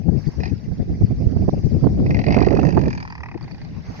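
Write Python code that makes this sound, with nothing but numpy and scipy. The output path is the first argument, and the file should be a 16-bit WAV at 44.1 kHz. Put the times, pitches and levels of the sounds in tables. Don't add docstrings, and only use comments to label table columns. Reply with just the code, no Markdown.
import sys
import numpy as np
from scipy import signal
from scipy.fft import rfft, irfft, next_fast_len
from scipy.io import wavfile
from scipy.ndimage import uniform_filter1d, minimum_filter1d, map_coordinates

SR = 44100
rng = np.random.default_rng(int(sys.argv[2]) if len(sys.argv) > 2 else 0)


def store_wav(level_fs):
    pcm = np.round(np.clip(np.atleast_2d(level_fs), -1, 1) * 32767)
    wavfile.write(sys.argv[1], SR, pcm.T.astype(np.int16))


N = 176400

# time in seconds, relative level in dB, treble gain in dB.
SNORT_EFFORT = [(.401, -40.5, -9), (.436, -31, -10.5), (0.493, -46.5, -11)]
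GRUNT_EFFORT = [(2.06, -32.5, -17.5), (2.103, -29, -16.5), (2.219, -31.5, -15), (2.318, -23, -15),
                (2.5, -34, -11.5), (2.758, -34.5, -12.5), (2.95, -36, -10), (3.34, -38.5, -22.5),
                (3.39, -45, -10), (3.669, -45, -3.5)]
# start in seconds, flaps per second. The last row ends the call.
SNORT_PACE = [(.401, 30), (.434, 52), (.51, 52)]
GRUNT_PACE = [(2.058, 22), (2.104, 26), (2.142, 41), (2.262, 50), (2.522, 43), (2.592, 53), (2.722, 45),
              (2.901, 40.5), (3.148, 36.5), (3.339, 29), (3.68, 29)]
# time in seconds, then six resonance frequencies in Hz.
THROAT_HZ = [(.44, 760, 1900, 2400, 4300, 4850, 5300), (2.25, 660, 2050, 2460, 4250, 4650, 5400),
             (2.7, 843, 1750, 2540, 4500, 4850, 6150), (3.0, 917, 1750, 2300, 4650, 4850, 6300),
             (3.25, 900, 1950, 2450, 4650, 4950, 5800), (3.6, 814, 1900, 2400, 4350, 4600, 4950)]
# bandwidth of each of two cascaded stages in Hz, gain in dB.
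FORMANTS = [(323, 10), (389, 7), (231, 5), (413, 3.5), (332, 8), (356, 0.5)]
# frequency in Hz, share of the treble gain from 0 to 1.
TREBLE_SHELF = [(2500, 0), (4500, 1)]
LEFT_LAG = [(2.9, .00035), (3.3, .0001)]

# time in seconds, relative rumble level in dB.
FLOW_LEFT = [(0, -22), (.35, -35), (.4, -18.5), (.73, -32), (1.0, -25), (1.6, -25.5), (2.1, -13.5),
             (2.5, -25), (2.9, -24), (3.2, -42), (3.45, -33), (4, -36.5)]
FLOW_RIGHT = [(0, -40.5), (.66, -35.5), (.72, -27), (1.48, -19), (1.58, -28.5), (1.95, -22.5), (2.22, -29),
              (2.4, -15.5), (2.88, -15.5), (2.93, -32.5), (4, -37.5)]
# middle and length in seconds, relative rumble and flutter in dB, port hit.
EDDIES = [(.091, .018, -6.5, -19, "left"), (0.151, .065, -13, -28.5, "left"),
          (0.28, 0.021, -12, -33, "left"), (0.398, 0.018, -15.5, -26.5, "left"),
          (0.528, 0.025, -13, -32.5, "left"), (0.686, 0.017, -18.5, -36.5, "right"),
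          (0.813, 0.03, -15, -25.5, "left"), (1.019, 0.017, -10.5, -23.5, "right"),
          (1.043, 0.015, -6.5, -35, "left"), (1.271, 0.011, -6, -37, "right"),
          (1.368, 0.0097, -12, -19, "right"), (1.488, 0.013, -10.5, -15, "right"),
          (1.539, 0.018, -16.5, -15.5, "left"), (1.66, 0.034, -10, -28.5, "left"),
          (1.749, 0.061, -11.5, -25.5, "left"), (1.838, 0.023, -10, -18.5, "right"),
          (1.866, 0.019, -12.5, -9.5, "right"), (1.997, 0.021, -16.5, -16, "left"),
          (2.076, 0.09, -16, -23, "right"), (2.152, 0.011, -11, -31, "left"),
          (2.288, 0.036, -12, -15.5, "right"), (2.371, 0.014, -8.5, -2.5, "right"),
          (2.419, 0.052, -37, -14, "right"), (2.474, 0.008, -24.5, -4.5, "right"),
          (2.581, 0.16, -18.5, -14.5, "right"), (2.775, 0.016, -23, -11.5, "right"),
          (2.832, 0.013, -32.5, -14.5, "right"), (2.872, 0.011, -13, -13.5, "right"),
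          (3.357, 0.017, -28, -26.5, "left")]
# frequency in Hz, relative level in dB.
RUMBLE_SPECTRUM = [(20, -12), (45, -6.5), (70, 3.5), (170, 2), (320, -13), (480, -19.5), (2000, -100)]
FLUTTER_SPECTRUM = [(120, -12.5), (260, 4), (430, -2), (750, -13.5), (1300, -38), (5000, -95.5)]
CRACKLE_SPECTRUM = [(300, -10.5), (650, 12), (1200, 1), (1750, -11), (3000, -33.5), (8000, -70.5)]

# time in seconds, wash in dB, fizz in dB, fizz left minus right in dB.
WAVES = [(.1, -57.5, -59.5, -7), (.2, -51.5, -50, -4.5), (.7, -54.5, -57, -2), (1.72, -53, -51, -2),
         (2.8, -50.5, -56, -7.5), (3.35, -59.5, -63.5, -3.5), (3.45, -51.5, -63, -15.5),
         (3.8, -51, -56, -4), (3.98, -43.5, -48, -4.5)]
# frequency in Hz, relative level in dB.
WASH_SPECTRUM = [(150, -6.5), (800, -2.5), (1300, -12), (2000, -7.5), (2500, -12.5), (3100, -21),
                 (4000, -18), (7000, -55.5)]
FIZZ_SPECTRUM = [(2500, -23.5), (3600, -22.5), (4700, 3), (6200, -5.5), (7000, -11), (15000, -3.5)]
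# start in seconds, pitch in Hz, level in dB, left minus right in dB.
DRIPS = [(3.427, 4560, -41.5, -16), (3.518, 4500, -41, -15)]
# frequency in Hz, gain in dB.
MIC_RESPONSE = [(6200, 1.5), (7300, -12.5), (8200, -26.5), (11000, -26.5), (12500, -19.5), (15800, -25)]


def swan_call(pace, effort, leak_db):
    attack_s, decay_s, leak_decay_s, jitter_s = .0012, .0034, .015, .0012
    boost_db, scatter_db, diffuse_db, treble_lean_db = 4, 1.8, -12, -10
    out, size = np.zeros((2, N)), 4096
    t, hz = np.arange(size) / SR, np.fft.rfftfreq(size, 1 / SR)
    starts = np.concatenate([np.linspace(start, end, round((end - start) * rate), endpoint=False)
                             for (start, rate), (end, _) in zip(pace, pace[1:])])
    usual_db = np.mean(effort, axis=0)[1]
    shelf = along(TREBLE_SHELF, hz)
    for start in starts:
        air = rng.standard_normal((2, size))
        stray_db, stray_s = rng.normal(0, [scatter_db, jitter_s])
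        level_db, treble_db = curves(effort, start)
        leak = amp(leak_db + .35 * (level_db - usual_db)) * np.exp(-t / leak_decay_s)
        burst = (1 - np.exp(-t / attack_s)) ** 2 * (np.exp(-t / decay_s) + leak)
        direct, diffuse = rfft(air * burst) * throat(start, hz) * amp(treble_db * shelf)
        diffuse *= amp(diffuse_db)
        lag = np.exp(-2j * np.pi * hz * curves(LEFT_LAG, start)[0])
        flap = irfft(panned(treble_lean_db * shelf) * [(direct + diffuse) * lag, direct - diffuse])
        flap *= np.sqrt(2 * SR * decay_s / np.sum(flap ** 2))
        add(out, start + stray_s, amp(boost_db + level_db + stray_db) * flap)
    return out


def throat(time_s, hz, scatter=.014):
    centres = np.array(curves(THROAT_HZ, time_s)) * rng.normal(1, scatter, len(FORMANTS))
    return sum(amp(db) * (1j * hz * width / (centre ** 2 - hz ** 2 + 1j * hz * width)) ** 2
               for centre, (width, db) in zip(centres, FORMANTS))


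def wind():
    t = np.arange(N) / SR
    flow_db = np.array(curves(FLOW_LEFT, t) + curves(FLOW_RIGHT, t)) + 4 * wobble(per_s=27.723)
    rumble, flutter = amp(flow_db), amp(1.6 * flow_db - 2)
    for middle, length, rumble_db, flutter_db, side in EDDIES:
        port = int(side == "right")
        swell = 1 / np.hypot(1, (2 * (t - middle) / length) ** 4)
        rumble[port] = np.maximum(rumble[port], amp(rumble_db) * swell)
        flutter[port] = np.maximum(flutter[port], amp(flutter_db) * swell)
    rumble *= amp(-.5)
    flutter *= amp(3.5 * wobble(per_s=110) - 1)
    return crackle(flutter) + rumble * churn(RUMBLE_SPECTRUM) + flutter * churn(FLUTTER_SPECTRUM)


def crackle(flutter, knee_db=-12.5, level_at_knee_db=-24.5, swing_db=13.5):
    strength = amp(level_at_knee_db) * np.minimum(flutter / amp(knee_db), 2) ** 1.95
    spurts = rng.standard_normal((2, N)) * amp(swing_db * np.minimum(wobble(per_s=400), 1))
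    return strength * coloured(spurts, CRACKLE_SPECTRUM)


def churn(spectrum, evenness=.55):
    noise = coloured(rng.standard_normal((2, N)), spectrum)
    even = noise / np.abs(signal.hilbert(noise)) ** evenness
    return unit(filtered(even, lambda hz: np.minimum(amp(along(spectrum, hz) + 14.5), 1)))


def water():
    wash_db, fizz_db, lean_db = curves(WAVES, np.arange(N) / SR)
    out = amp(wash_db) * rush(WASH_SPECTRUM) + amp(fizz_db) * panned(lean_db) * rush(FIZZ_SPECTRUM)
    for start, hz, db, side_db in DRIPS:
        add(out, start, amp(db) * panned(side_db) * bubble(hz, decay_cycles=17.7))
    return out + amp(wash_db - 15) * foam()


def rush(spectrum, patch_db=3.5):
    cells = signal.stft(rng.standard_normal((2, N)), nperseg=256)[2]
    patches = uniform_filter1d(rng.standard_normal(cells.shape), size=4, axis=1)
    patches = uniform_filter1d(patches, size=9, axis=2)
    mid, side = signal.istft(cells * amp(patch_db * unit(patches)), nperseg=256)[1][:, :N]
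    return coloured(np.array([mid + side, mid - side]), spectrum)


def foam(bubbles_per_s=50, median_hz=2030, highest_hz=6000):
    out = np.zeros((2, N))
    for start in rng.uniform(0, N / SR, int(bubbles_per_s * N / SR)):
        hz = min(median_hz * rng.lognormal(sigma=.5), highest_hz)
        db, side_db = rng.normal(0, [3.3, 5])
        add(out, start, amp(db) * panned(side_db) * bubble(hz, decay_cycles=5.5))
    return unit(out)


def bubble(hz, decay_cycles):
    age = np.arange(SR // 25) / SR * hz / decay_cycles
    ring = np.sin(2 * np.pi * decay_cycles * age * (1 + .01 * age))
    return ring * np.exp(-age) * (1 - np.exp(-6 * age))


def amp(db):
    return 10 ** (np.asarray(db) / 20)


def unit(x):
    return x / np.sqrt(np.mean(x ** 2) + 1e-20)


def along(points, hz):
    knots_hz, values = np.transpose(points)
    return np.interp(np.log(hz + 1), np.log(knots_hz + 1), values)


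def curves(rows, at):
    times, *columns = np.transpose(rows)
    return [np.interp(at, times, column) for column in columns]


def wobble(per_s):
    at = np.arange(N) * per_s / SR
    return np.array([map_coordinates(knots, [at]) for knots in rng.standard_normal((2, 4096))])


def filtered(x, response):
    size = next_fast_len(N + SR // 4)
    return irfft(rfft(x, size) * response(np.fft.rfftfreq(size, 1 / SR)), size)[..., :N]


def coloured(x, spectrum):
    return unit(filtered(x, lambda hz: amp(along(spectrum, hz))))


def panned(db):
    return amp(np.array([db, -db]) / 2).reshape(2, -1)


def add(out, start_s, sound):
    i = int(np.clip(round(start_s * SR), 0, N - 1))
    out[:, i:i + sound.shape[-1]] += sound[..., :N - i]


def scene():
    snort = swan_call(SNORT_PACE, SNORT_EFFORT, leak_db=-5)
    grunt = swan_call(GRUNT_PACE, GRUNT_EFFORT, leak_db=-18.5)
    return snort + grunt + wind() + water()


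def record(dry):
    ceiling, window_s, cutoff_hz = .75, .008, 15800
    size = int(window_s * SR)
    needed_gain = ceiling / np.maximum(np.abs(dry), ceiling)
    gain = uniform_filter1d(minimum_filter1d(needed_gain, size), size)
    return filtered(dry * gain, lambda hz: amp(along(MIC_RESPONSE, hz)) * (hz < cutoff_hz))


dry = scene()
out = record(dry)
store_wav(out)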